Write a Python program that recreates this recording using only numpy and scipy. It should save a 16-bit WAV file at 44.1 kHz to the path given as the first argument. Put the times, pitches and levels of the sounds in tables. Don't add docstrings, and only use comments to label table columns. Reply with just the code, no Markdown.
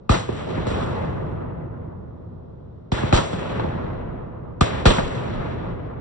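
import sys
import numpy as np
from scipy import signal
from scipy.fft import rfft, irfft, next_fast_len
from scipy.io import wavfile

SR = 44100
rng = np.random.default_rng(int(sys.argv[2]) if len(sys.argv) > 2 else 0)


def output_pcm(signal):
    pcm = np.clip(np.atleast_2d(signal).T, -1, 1) * 32767
    wavfile.write(sys.argv[1], SR, np.round(pcm).astype(np.int16))


N = 264908
STEP, CUTOFF_HZ = 16, 8900
TIME = np.arange(N) / SR
SLOW_TIME = TIME[::STEP]
SIZE = next_fast_len(N + 4096, real=True)
FREQ = np.maximum(np.arange(SIZE // 2 + 1) * SR / SIZE, 1)

# start in seconds, shock level in dB, bark pitch in Hz, crack level in dB, crack
# tilt in dB per octave, boom level in dB, then boom length, crack decay and rebound delay in seconds.
SHOTS = [(0.0917, -2.5, 1220, -21, 2.5, -2.5, 0.027, 0.0095, 0.029),
         (2.917, -16.5, 814, -16.5, 0.5, -7.5, .019, 0.011, 0.016),
         (3.1242, 2, 636, -11, -3.5, -4, .031, 0.0072, .0165),
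         (4.6079, -2.5, 1233, -7, 3, -1, 0.019, 0.0057, 0.011),
         (4.854, 0.5, 1452, -3.5, 1.5, 2.5, 0.036, 0.019, 0.018)]
# near-trunk level in dB, its decay in seconds, deep-wood
# level in dB, tree-line level in dB, its delay in seconds, bank level in dB, gain of the stands in dB,
# their highest cutoff in Hz.
ANSWERS = [(-13, 0.06, -31, -17.5, 0.94, -15.5, 0.5, 12000),
           (-27, 0.028, -24.5, -21, 0.91, -35.5, -7, 1000), (-14, .086, -30.5, -32, 0.38, -15.5, -5.5, 800),
           (-15, 0.036, -22, -24, 0.67, -25, -10.5, 1200),
           (-11.5, 0.091, -20.5, -26, .64, -10.5, -9.5, 500)]
# delay in seconds, level in dB, cutoff in Hz.
STANDS = [(0.224, -23.5, 498), (0.378, -24.5, 600), (0.465, -26, 515), (0.575, -33, 9900),
          (.644, -28.5, 1890)]
# start in seconds, thud level in dB, bark level in dB, bark pitch
# in Hz, noise level in dB.
SLAPS = [(0.2884, -17.5, -7, 420, -26), (.668, -15.5, -25.5, 500, -34), (3.032, -10.5, -28, 390, -32),
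         (3.181, -19.5, -26, 704, -15.5), (3.33, -16.5, -18, 351, -23), (3.595, -25.5, -19.5, 956, -21.5),
         (3.641, -16.5, -31, 495, -41), (4.983, -24.5, -25, 1100, -9.5)]
# frequency in Hz, density in dB.
CRACK_SPECTRUM = [(30, -14.5), (120, -10), (300, 5), (650, 2.5), (950, -7), (1250, -6.5), (1900, -14.5),
                  (3300, -16.5), (5000, -23.5), (8500, -32)]
NEAR_SPECTRUM = [(30, -7), (120, 3.5), (300, -5), (650, -1.5), (1250, -7.5), (1900, -15.5), (3300, -17.5),
                 (5000, -21), (8500, -25)]
FAR_SPECTRUM = [(25, -21.5), (50, -7.5), (90, 3.5), (140, 3), (230, -4), (400, -4), (750, -5.5),
                (1250, -11), (1900, -14.5), (3500, -22.5), (5000, -27.5), (8500, -31.5)]
AIR_SPECTRUM = [(15, -39), (25, -12.5), (80, -6.5), (124, 2), (286, -10.5), (425, -8.5), (1220, -26.5),
                (2050, -45.5), (5500, -53.5), (9000, -73.5), (11700, -94), (19800, -120)]
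# frequency in Hz, loss in dB per second.
ABSORPTION = [(40, 6), (130, 7.5), (420, 12), (1100, 15), (2500, 27), (5000, 42), (9000, 65)]
# time in seconds, level in dB.
RUMBLE_LEVELS = [(0, -62), (.8, -48.5), (2.0, -62), (3.3, -54), (4.05, -38), (4.35, -49), (4.8, -41.5),
                 (6, -48)]
# centre and width in Hz, gain in dB.
SHOCK_MODES = [(760, 92, 3), (1247, 290, 0), (2500, 190, -7.5), (3250, 500, -7.5), (4230, 170, -13.5)]
HOUSING_MODES = [(386, 110, 2), (583, 170, 2), (826, 120, 1.5), (960, 240, -1.5), (1145, 100, 1.5),
                 (1635, 200, 2), (2580, 1200, -0.5), (3266, 520, 5), (4130, 1400, 3), (5240, 990, -3.5),
                 (8050, 1500, -4)]
# frequency in Hz, coherence from 0 to 1.
COHERENCE = [(60, 1), (170, 0.55), (340, 0.17), (500, 0.14), (780, 0.76), (1200, 0.57), (1700, 0.03),
             (2200, 0.6), (3400, 0), (4300, 0.5), (5200, 1)]
# frequency in Hz, left minus right in dB.
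CHANNEL_BALANCE = [(100, -0.1), (250, -0.5), (420, -2.5), (600, 2), (850, -3), (1300, -1), (1900, 5.5),
                   (2600, 6), (3300, -1.5), (4100, -5), (4900, 0.5), (9000, 0.5)]


def from_db(db):
    return 10 ** (np.asarray(db) / 20)


def at_hz(points, hz):
    freqs, values = np.transpose(points)
    return np.interp(np.log(hz), np.log(freqs), values)


def density(spectrum, hz):
    grid = FREQ[::STEP]
    power = np.mean(from_db(at_hz(spectrum, grid)) ** 2 * (grid < CUTOFF_HZ))
    return from_db(at_hz(spectrum, hz)) / np.sqrt(power)


def drift(rate_hz):
    pole = np.exp(-2 * np.pi * rate_hz * STEP / SR)
    noise = rng.standard_normal(2 * len(SLOW_TIME))
    slow = signal.lfilter([1], [1, -2 * pole, pole * pole], noise)[len(SLOW_TIME):]
    return slow / slow.std()


def burst(start, rise_s, fade_s):
    age = np.maximum(SLOW_TIME - start, 0)
    return (1 - np.exp(-age / rise_s)) * np.exp(-age / fade_s)


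def stereo_widening(from_hz, cycles, mid_lag_s=.0008, treble_lag_s=-.000374):
    split_hz = cycles / (mid_lag_s - treble_lag_s)
    lag_s = np.where(FREQ < split_hz, mid_lag_s * (FREQ > from_hz), treble_lag_s)
    return np.exp(-2j * np.pi * FREQ * lag_s)


def air_power(hz, level_db=-47):
    return (from_db(level_db) * density(AIR_SPECTRUM, hz)) ** 2


def rumble(band_hz=(22, 55), apart=0.38, throb_start_s=5.05, every_s=.32, width_s=.055):
    bandpass = signal.butter(2, band_hz, "band", fs=SR, output="sos")
    mid, side = signal.sosfilt(bandpass, rng.standard_normal((2, N)))
    swell = from_db(np.interp(TIME, *np.transpose(RUMBLE_LEVELS)))
    throbs = sum(from_db(-25.5 - 5.5 * k) * np.exp(-((TIME - throb_start_s - k * every_s) / width_s) ** 2)
                 for k in range(3))
    return (swell + throbs) * (mid + apart * side * [[1], [-1]]) / mid.std()


def far_wood_power(hz, lag_s):
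    loss_db_per_s = at_hz(ABSORPTION, hz)
    power = 0
    for (start, *_), (_, _, wood_db, line_db, delay_s, *_) in zip(SHOTS, ANSWERS):
        age = np.maximum(SLOW_TIME - start, 0)
        reach = (age / delay_s) ** 1.77
        swell = reach / np.sqrt(1 + reach ** 2) / np.maximum(age / delay_s, 1) ** 0.71
        line = from_db(line_db - loss_db_per_s * np.maximum(age - .25, 0)) * swell
        wood = from_db(wood_db - loss_db_per_s * age) * burst(start + lag_s, rise_s=0.038, fade_s=0.9)
        power += line ** 2 + wood ** 2
    return density(FAR_SPECTRUM, hz) ** 2 * power


def echo_power(hz, bank_delay_s=.049, smear=0.29):
    # start in seconds, level in dB, decay in seconds, cutoff in Hz.
    echoes = [(start, db, 0.018, 1910) for start, *_, db in SLAPS]
    for (start, *_), (*_, bank_db, stands_db, top_hz) in zip(SHOTS, ANSWERS):
        echoes.append((start + bank_delay_s, bank_db, 0.02, 5060))
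        echoes += [(start + delay_s, stands_db + db, smear * delay_s, min(dull_hz, top_hz))
                   for delay_s, db, dull_hz in STANDS]
    near = density(NEAR_SPECTRUM, hz)
    return sum((near * from_db(db) * burst(start, 0.00045, fade_s)) ** 2 / (1 + (hz / dull_hz) ** 4)
               for start, db, fade_s, dull_hz in echoes)


def clatter_power(hz, lag_s, rise_s=0.011):
    near = density(NEAR_SPECTRUM, hz)
    return sum((near * from_db(db) * burst(start + lag_s, rise_s, fade_s)) ** 2
               for (start, *_), (db, fade_s, *_) in zip(SHOTS, ANSWERS))


def crack_power(hz, lag_s, rise_s=.002):
    crack = density(CRACK_SPECTRUM, hz)
    octaves = np.log2(hz / 1000)
    return sum((crack * from_db(db + tilt * octaves) * burst(start + lag_s, rise_s, fade_s)) ** 2
               for start, _, _, db, tilt, _, _, fade_s, _ in SHOTS)


def diffuse_field(grain_db=0.57, patchy_db=0.9, roll_db=1.0):
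    left, other = rfft(rng.standard_normal((2, SIZE)))
    alike = np.clip(at_hz(COHERENCE, FREQ), 0, 1)
    right = alike * left * stereo_widening(from_hz=290, cycles=2) + np.sqrt(1 - alike ** 2) * other
    shared_db = grain_db * drift(280) + roll_db * drift(13)
    field = 0
    for hz in 25 * 2 ** (np.arange(19) / 2):
        window = np.cos(np.pi / 2 * np.minimum(2 * np.abs(np.log2(FREQ / hz)), 1))
        band = irfft([left * window, right * window], SIZE)[:, :N]
        lag_s = 0.71 / hz
        power = far_wood_power(hz, lag_s) + echo_power(hz)
        power += clatter_power(hz, lag_s) + crack_power(hz, lag_s)
        grainy = hz / (hz + 300)
        flicker = from_db(grainy * shared_db + patchy_db * drift(12))
        field += band * np.interp(TIME, SLOW_TIME, np.sqrt(power * flicker ** 2 + air_power(hz)))
    return field


def boom(start, length_s, cycles, crest_s, rise_s):
    age = np.clip(TIME - start, 1e-6, 1)
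    envelope = (1 - np.exp(-age / rise_s)) * np.exp(-(age / length_s) ** 2)
    return envelope * np.cos(2 * np.pi * cycles * np.log(age / crest_s))


def shock(start, bark_hz, modes=(), bark_width_hz=85, rise_s=0.0028):
    age = np.arange(SR // 10) / SR
    ring = sum(from_db(db) * np.exp(-np.pi * width * age) * np.sin(2 * np.pi * hz * age)
               for hz, width, db in [*modes, (bark_hz, bark_width_hz, 0)])
    return np.pad(ring * (1 - np.exp(-age / rise_s)), (int(start * SR), N))[:N]


def trunk_thuds(count=4, from_s=.39, until_s=.74, spread_db=5.5):
    rows = []
    for (start, *_), (*_, stands_db, _) in zip(SHOTS, ANSWERS):
        for k, (jitter, strength, pitch) in enumerate(rng.uniform(-0.89, 1, (count, 3))):
            delay_s = from_s + (until_s - from_s) * (k + .5 + jitter / 2) / count
            db = stands_db + spread_db * strength
            rows.append((start + delay_s, db - 20.5, db - 23, 400 * 2 ** (pitch / 2)))
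    return rows


def reflected_blasts(dull_hz=1600):
    wave = 0
    for start, thud_db, bark_db, bark_hz, *_ in SLAPS + trunk_thuds():
        wave += from_db(bark_db) * shock(start, bark_hz)
        wave += from_db(thud_db) * boom(start, length_s=.021, cycles=1.7, crest_s=0.0168, rise_s=0.0038)
    return signal.sosfilt(signal.butter(2, dull_hz, fs=SR, output="sos"), wave)


def direct_blasts(lag_s=.0018, usual_length_s=.026, rebound_db=-5.5):
    wave = 0
    for start, shock_db, bark_hz, _, _, boom_db, length_s, _, rebound_s in SHOTS:
        onset = start + lag_s
        crest_s = .0192 * np.cbrt(length_s / usual_length_s)
        wave += from_db(shock_db) * shock(onset, bark_hz, SHOCK_MODES)
        wave += from_db(boom_db) * boom(onset, length_s, cycles=1.3, crest_s=crest_s, rise_s=0.0059)
        wave += from_db(shock_db + rebound_db) * shock(start + rebound_s, bark_hz=1222)
    return wave


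def housing_response():
    housing_db = sum(db / (1 + (2 * (FREQ - hz) / width) ** 4) for hz, width, db in HOUSING_MODES)
    balance_db = at_hz(CHANNEL_BALANCE, FREQ) * np.array([[1], [-1]]) / 2
    cepstrum = irfft(np.log(from_db(housing_db + balance_db)), SIZE)
    return np.exp(rfft(cepstrum * (1 + np.sign(np.fft.fftfreq(SIZE))), SIZE))


def limiter(x, threshold_db=-9, release_db_per_s=25, attack_s=0.045, share=0.44):
    over_db = np.maximum(20 * np.log10(np.abs(x).max(axis=0) + 1e-9) - threshold_db, 0)
    held_db = np.maximum.accumulate(over_db + release_db_per_s * TIME) - release_db_per_s * TIME
    pole = np.exp(-1 / (attack_s * SR))
    return x * from_db(-share * signal.lfilter([1 - pole], [1, -pole], held_db))


def scene():
    blasts = rfft(reflected_blasts() + direct_blasts(), SIZE)
    widened = irfft([blasts, blasts * stereo_widening(from_hz=0, cycles=3)], SIZE)[:, :N]
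    mix = widened + diffuse_field() + rumble()
    return irfft(rfft(mix, SIZE) * housing_response(), SIZE)[:, :N]


def record(dry, ceiling=0.83):
    lowpass = signal.ellip(10, .2, 80, CUTOFF_HZ, fs=SR, output="sos")
    return signal.sosfilt(lowpass, ceiling * np.tanh(limiter(dry) / ceiling))


dry = scene()
out = record(dry)
output_pcm(out)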